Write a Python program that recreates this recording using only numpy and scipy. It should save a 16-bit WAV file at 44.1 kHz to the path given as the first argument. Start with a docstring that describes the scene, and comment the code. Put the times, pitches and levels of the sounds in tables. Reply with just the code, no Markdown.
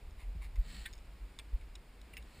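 """An archer on a quiet snowy slope readies a bow, heard from a camera worn on the body.
First the arrow scuffs and slides along the bow by friction, then knocks home and rings in damped modes.
Light ticks follow, fittings clack, and after two seconds the nock clicks on the string. A faint slide
ends the scene. Throughout, light wind and body movement rumble in the microphone over a faint hiss."""
import sys
import numpy as np
from scipy import signal
from scipy.fft import rfft, irfft, next_fast_len
from scipy.io import wavfile
from scipy.ndimage import uniform_filter1d

SR = 44100
rng = np.random.default_rng(int(sys.argv[2]) if len(sys.argv) > 2 else 0)


def output_pcm(signal):
    """Save a mono or channel-first signal as 16-bit PCM at the path in sys.argv[1].

    Samples are clipped to [-1, 1] before scaling.
    """
    pcm = np.clip(np.atleast_2d(signal).T, -1, 1) * 32767
    wavfile.write(sys.argv[1], SR, np.round(pcm).astype(np.int16))


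N = 105840
TIME = np.arange(N) / SR
BLOOM_S, SNAP_BLOOM_S = 0.00071, 0.00038  # time constants for vibration to spread through a part


# Each row: start in seconds, ring level in dB, crack level in dB.
KNOCKS = [(0.8548, -56, -49), (0.8568, -49, -47), (0.8594, -35.5, -40), (0.8633, -55, -56),
          (0.8695, -57, -56)]
# Each row: mode frequency in Hz, level in dB, 60 dB decay time in seconds.
ARROW_MODES = [(1568, -13, .08), (1778, -8, .066), (1883, -15, .04), (2005, -10, .06), (2175, -13, .095),
               (2285, -17, .05), (2395, -14.5, .075), (2995, -18.5, .07), (3542, -5, .036),
               (3860, -8.5, .03), (8150, -17, .035), (8455, -11, .035), (9825, -20, .06), (10120, -19, .05),
               (10430, -22, .066), (13790, -22, .06), (14190, -22, .06)]
# Each row: frequency in Hz, relative level in dB.
KNOCK_SPECTRUM = [(300, -16), (1200, -13), (1850, 11.5), (2800, -0.5), (3650, 6.5), (4300, -10), (5000, -9),
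                  (7000, -9), (8400, -5.5), (10200, -11.5), (11300, -33), (13000, -28), (14000, -10),
                  (16000, -5)]
def arrow_knock():
    """Impact excitation: the arrow strikes the bow in quick succession and rings in its modes."""
    return impacts(KNOCKS, ARROW_MODES, KNOCK_SPECTRUM)


# Each row: start in seconds, ring level in dB, crack level in dB.
NOCK_CONTACTS = [(2.133, -59, -55), (2.1355, -49.5, -56), (2.138, -55, -52), (2.1686, -42, -44),
                 (2.172, -50, -48), (2.1778, -44, -52.5), (2.187, -59, -64)]
# Each row: mode frequency in Hz, level in dB, 60 dB decay time in seconds.
NOCK_MODES = [(1700, -15, .06), (2007, -8.5, .07), (2150, -6.5, .06), (2240, -10, .04), (2655, -6, .06),
              (2755, -6.5, .07), (2965, -13, .04), (3820, -17, .035), (9250, -15, .045), (9760, -20, .04),
              (14690, -18, .045)]
# Each row: frequency in Hz, relative level in dB.
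NOCK_SPECTRUM = [(300, -21), (1300, -20), (2350, 14.5), (3400, -0.5), (6000, -10), (8200, -7.5),
                 (9600, 3.5), (11700, -33), (14600, -1.5)]
def nock_click():
    """Free vibration: nock and shaft ring on after each contact with the string."""
    return impacts(NOCK_CONTACTS, NOCK_MODES, NOCK_SPECTRUM)


# Each row: start in seconds, ring level in dB, snap level in dB, pitch ratio of the snap.
CLACKS = [(1.3885, -57, -37, 1), (1.3893, -50, -42.5, .99), (1.3927, -45.5, -51, 0.86),
          (1.3958, -52, -60, 1.1), (1.397, -46, -49, 0.99), (1.7536, -59, -44, 1.02),
          (1.7557, -65, -43, 1.05), (1.7585, -54.5, -66, 1), (2.0152, -65, -50, 1.05),
          (2.2256, -61, -52.5, 1.03)]
# Each row of both: mode frequency in Hz, level in dB, 60 dB decay time in seconds.
SNAP_MODES = [(1115, -20, 0.022), (3540, -5, 0.012), (3693, -3, 0.012), (5220, -1.5, 0.0099),
              (6610, -3.5, 0.011), (7920, -5.5, .009), (8450, -10, 0.0089)]
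FITTING_MODES = [(1064, -14, 0.048), (1360, -16, .045), (1772, -11, .06), (2120, -12, 0.051),
                 (2350, -9, 0.041), (2610, -10.5, .04), (2920, -4.5, 0.035), (3310, -8, .028),
                 (3490, -7, 0.027), (3800, -9, 0.027), (4370, -12, 0.026), (8400, -8, 0.024),
                 (9100, -14, 0.027), (9660, -14, 0.024), (14500, -13.5, .024)]
# Each row: frequency in Hz, relative level in dB.
CLACK_SPECTRUM = [(300, -12), (1000, -5), (2200, 2), (3500, -3), (4500, -3), (9300, -7), (11800, -22),
                  (14500, -9)]
def fittings():
    """Modal damping: small hard parts snap briefly, each at its own pitch, over a longer ring."""
    starts, ring_db, snap_db, pitches = np.array(CLACKS).T
    snaps = sum(ring(impulses([(at, db)]), np.array(SNAP_MODES) * [pitch, 1, 1], SNAP_BLOOM_S)
                for at, db, pitch in zip(starts, snap_db, pitches))
    crack = cracks(zip(starts, snap_db - 15), CLACK_SPECTRUM)
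    return snaps + crack + ring(impulses(zip(starts, ring_db)), FITTING_MODES, BLOOM_S)


# Each row: start in seconds, level in dB.
TICKS = [(0.109, -56.5), (0.5582, -51), (0.9289, -47), (0.9348, -42), (0.9403, -52), (0.9535, -52),
         (0.9793, -51.5), (0.9875, -55), (2.1686, -44), (2.172, -47), (2.1775, -51)]
# Each row: mode frequency in Hz, level in dB, 60 dB decay time in seconds.
TICK_MODES = [(3630, -9.5, 0.017), (5250, 1.5, 0.0083), (6660, 1.5, 0.007), (8200, -15, .014)]
def ticks():
    """Damped high modes: light, dry gear ticks and the bright edge of the nock clicking on the string."""
    return ring(impulses(TICKS), TICK_MODES, SNAP_BLOOM_S) + undb(-14) * cracks(TICKS, CLACK_SPECTRUM)


# Each row: peak time in seconds, level in dB, rise and fall widths in seconds.
SLIDES = [(0.763, -56.1, 0.08, 0.083), (2.39, -66, 0.08, .05)]
# Each row: frequency in Hz, relative level in dB.
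SLIDE_SPECTRUM = [(300, -48), (1300, -4), (1800, -0.5), (2600, -3), (3300, -3), (4250, 3.5), (5200, -5.5),
                  (6500, -8), (7700, -2.5), (9000, -10), (10200, -12), (11500, -32), (13000, -21),
                  (14800, -13)]
# Each row: mode frequency in Hz, level in dB, 60 dB decay time in seconds.
SLIDE_MODES = [(1890, -6, 0.032), (2220, -6.5, 0.03), (2650, -1.5, 0.015), (3020, -6, 0.021),
               (4330, 1, .011), (7720, -5, .009)]
def arrow_slides():
    """Forced vibration: sliding along the bow drives the arrow's resonances."""
    return friction(SLIDES, SLIDE_SPECTRUM, SLIDE_MODES, ring_db=-5)


# Each row: peak time in seconds, level in dB, rise and fall widths in seconds.
SCUFFS = [(0.21, -61, 0.018, 0.026), (0.432, -56.5, 0.013, .014), (0.455, -61.5, 0.0091, 0.013),
          (0.562, -59.5, .003, 0.0066), (1.612, -64, 0.0024, 0.011)]
# Each row: frequency in Hz, relative level in dB.
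SCUFF_SPECTRUM = [(400, -21.5), (1050, 2), (1450, -13), (2200, 7), (3200, -11), (3700, -4.5), (5500, -14),
                  (7200, -11.5), (8900, -18), (9700, -5), (10400, -19.5), (12500, -36), (14250, -9),
                  (15200, -24)]
def arrow_scuffs():
    """Friction noise in short strokes, which barely ring the nock and shaft."""
    return friction(SCUFFS, SCUFF_SPECTRUM, NOCK_MODES, ring_db=-23)


# Each row: centre in seconds, frequency in Hz, level in dB, Gaussian width in seconds.
MOUNT_JOLTS = [(0.278, 40.8, -33.5, 0.023), (0.366, 72.6, -40, 0.0097), (0.403, 49, -38, 0.017),
               (0.596, 41.7, -22, 0.013), (0.844, 46.6, -45, 0.014), (1.236, 45.8, -37, 0.024),
               (1.547, 37.8, -24, 0.0086), (2.067, 51, -46, 0.015), (2.212, 54.4, -44, 0.022)]
# Each row: peak time in seconds, level in dB, rise and fall widths in seconds.
RUSTLES = [(0.358, -52, 0.0049, 0.0084), (0.725, -57, 0.042, 0.043), (1.25, -69.5, 0.054, 0.099)]
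# Each row: frequency in Hz, relative level in dB.
RUSTLE_SPECTRUM = [(40, -39), (110, -10.5), (190, 1.5), (280, -18), (600, -24), (3000, -49)]
def body_movement():
    """Structure-borne sound: low jolts and dull rustling travel through the body to the camera."""
    jolts = sum(undb(db) * np.sin(2 * np.pi * hz * (at - TIME)) * gaussian(at, width)
                for at, hz, db, width in MOUNT_JOLTS)
    return jolts + swells(RUSTLES) * colour(noise(), RUSTLE_SPECTRUM)


# Each row: time in seconds, level in dB.
WIND_LEVELS = [(0, -47.5), (0.33, -47.5), (0.45, -46), (0.7, -45), (0.95, -47), (1.1, -53), (1.35, -56),
               (1.5, -48.5), (1.72, -51), (1.9, -57), (2.4, -54.5)]
# Each row: frequency in Hz, relative level in dB.
WIND_SPECTRUM = [(10, -26), (22, -1), (35, -2), (50, 5), (62, -7.5), (80, -8.5), (105, -21), (180, -43),
                 (1500, -96)]
def wind():
    """Pressure fluctuation: wind buffets the microphone with a deep rumble that eases unevenly."""
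    level_db = np.interp(TIME, *np.array(WIND_LEVELS).T)
    return unit(colour(noise(), WIND_SPECTRUM)) * undb(level_db)


# Each row of both: frequency in Hz, relative level in dB.
HISS_MID_SPECTRUM = [(60, 4.5), (150, 6.5), (300, 2), (600, -2), (1400, -7), (1950, -7), (2300, -5.5),
                     (3200, -12), (5000, -14.5), (7100, -17.5), (8700, -19.5), (9700, -18), (11200, -26.5),
                     (13000, -28.5), (14300, -18.5), (16000, -31.5)]
HISS_SIDE_SPECTRUM = [(40, -37), (400, -3.5), (4200, -5), (8500, -9.5), (10500, -36)]
def hiss():
    """Noise floor of air and microphone; a weak antiphase part makes left and right differ slightly."""
    mid = colour(noise(), HISS_MID_SPECTRUM)
    side = undb(-16.5) * colour(noise(), HISS_SIDE_SPECTRUM)
    level_db = -62 + 0.67 * wander(rate_hz=2.6)
    return undb(level_db) * np.array([mid + side, mid - side])


def impacts(rows, modes, spectrum):
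    """Superposition: each contact gives a modal ring and a noisy crack."""
    starts, ring_db, crack_db = np.array(rows).T
    return ring(impulses(zip(starts, ring_db)), modes, BLOOM_S) + cracks(zip(starts, crack_db), spectrum)


def impulses(rows):
    """Ideal impacts: one impulse for each contact."""
    force = np.zeros(N)
    for at, db in rows:
        force[int(at * SR)] += undb(db)
    return force


def ring(force, modes, bloom_s):
    """Convolution of a force with the impulse response of damped modes."""
    t = np.arange(SR // 4) / SR
    response = sum(undb(db) * np.sin(2 * np.pi * hz * t) * decay(t, t60) for hz, db, t60 in modes)
    onset = 1 - np.exp(-t / bloom_s)
    return signal.fftconvolve(force, response * onset)[:N]


def cracks(rows, spectrum):
    """Broadband transients: a noise burst with a faint tail at each contact."""
    envelope = sum(undb(db) * (decay(TIME - at, t60=0.0079) + undb(-10) * decay(TIME - at, t60=0.043))
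                   for at, db in rows)
    return colour(noise() * envelope, spectrum)


def friction(strokes, spectrum, modes, ring_db):
    """Random excitation: grainy rubbing noise plus the resonance of the shaft."""
    grain = unit(noise() * undb(2 * wander(rate_hz=590)))
    shaft = unit(ring(noise(), modes, BLOOM_S))
    return swells(strokes) * (colour(grain, spectrum) + undb(ring_db) * shaft)


def swells(rows):
    """Amplitude envelope of strokes that rise and fall smoothly."""
    return sum(undb(db) * gaussian(at, np.where(TIME < at, rise, fall)) for at, db, rise, fall in rows)


def gaussian(at, width):
    """Bell-shaped envelope."""
    return np.exp(-.5 * ((TIME - at) / width) ** 2)


def decay(t, t60):
    """Exponential decay from t = 0, falling 60 dB in t60 seconds."""
    return (t >= 0) * np.exp(-np.log(1000) * np.maximum(t, 0) / t60)


def colour(x, spectrum):
    """Minimum-phase filtering; white noise keeps its power."""
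    hz, db = np.array(spectrum, float).T
    size = next_fast_len(N + 8192) // 2 * 2
    bin_hz = np.arange(size // 2 + 1) * SR / size
    gain = unit(undb(np.interp(np.log(bin_hz + 1), np.log(hz), db)))
    cepstrum = irfft(np.log(gain))
    cepstrum[1:size // 2] *= 2  # folding the cepstrum makes the filter causal
    cepstrum[size // 2 + 1:] = 0
    return irfft(rfft(x, size) * np.exp(rfft(cepstrum)))[:N]


def wander(rate_hz):
    """Smooth random fluctuation with an rms of one."""
    window = max(int(SR / rate_hz), 1)
    return unit(uniform_filter1d(uniform_filter1d(noise(), window), window))


def noise():
    """White noise."""
    return rng.standard_normal(N)


def unit(x):
    """Scale to an rms of one."""
    return x / np.sqrt(np.mean(x ** 2))


def undb(db):
    """Decibels to gain."""
    return 10 ** (np.asarray(db) / 20)


def scene():
    """Linear superposition: the gear sounds dry and central over the background."""
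    clicks = arrow_knock() + nock_click() + fittings() + ticks()
    rubs = arrow_slides() + arrow_scuffs()
    return clicks + rubs + body_movement() + wind() + hiss()


def record(dry):
    """Filtering and modulation: the camera dips a treble band, adds faint sidebands and cuts the top."""
    dip_hz, dip_width_hz, dip_depth = 6020, 1400, .82
    carrier_hz, cutoff_hz = 12000, 15150
    band = signal.lfilter(*signal.iirpeak(dip_hz, dip_hz / dip_width_hz, fs=SR), dry)
    dipped = dry - dip_depth * band
    # The sidebands mirror the strong bass around the carrier frequency.
    modulated = dipped * (1 + undb(-42.5) * np.cos(2 * np.pi * carrier_hz * TIME))
    return signal.sosfilt(signal.ellip(8, .2, 60, cutoff_hz, fs=SR, output="sos"), modulated)


dry = scene()
out = record(dry)
output_pcm(out)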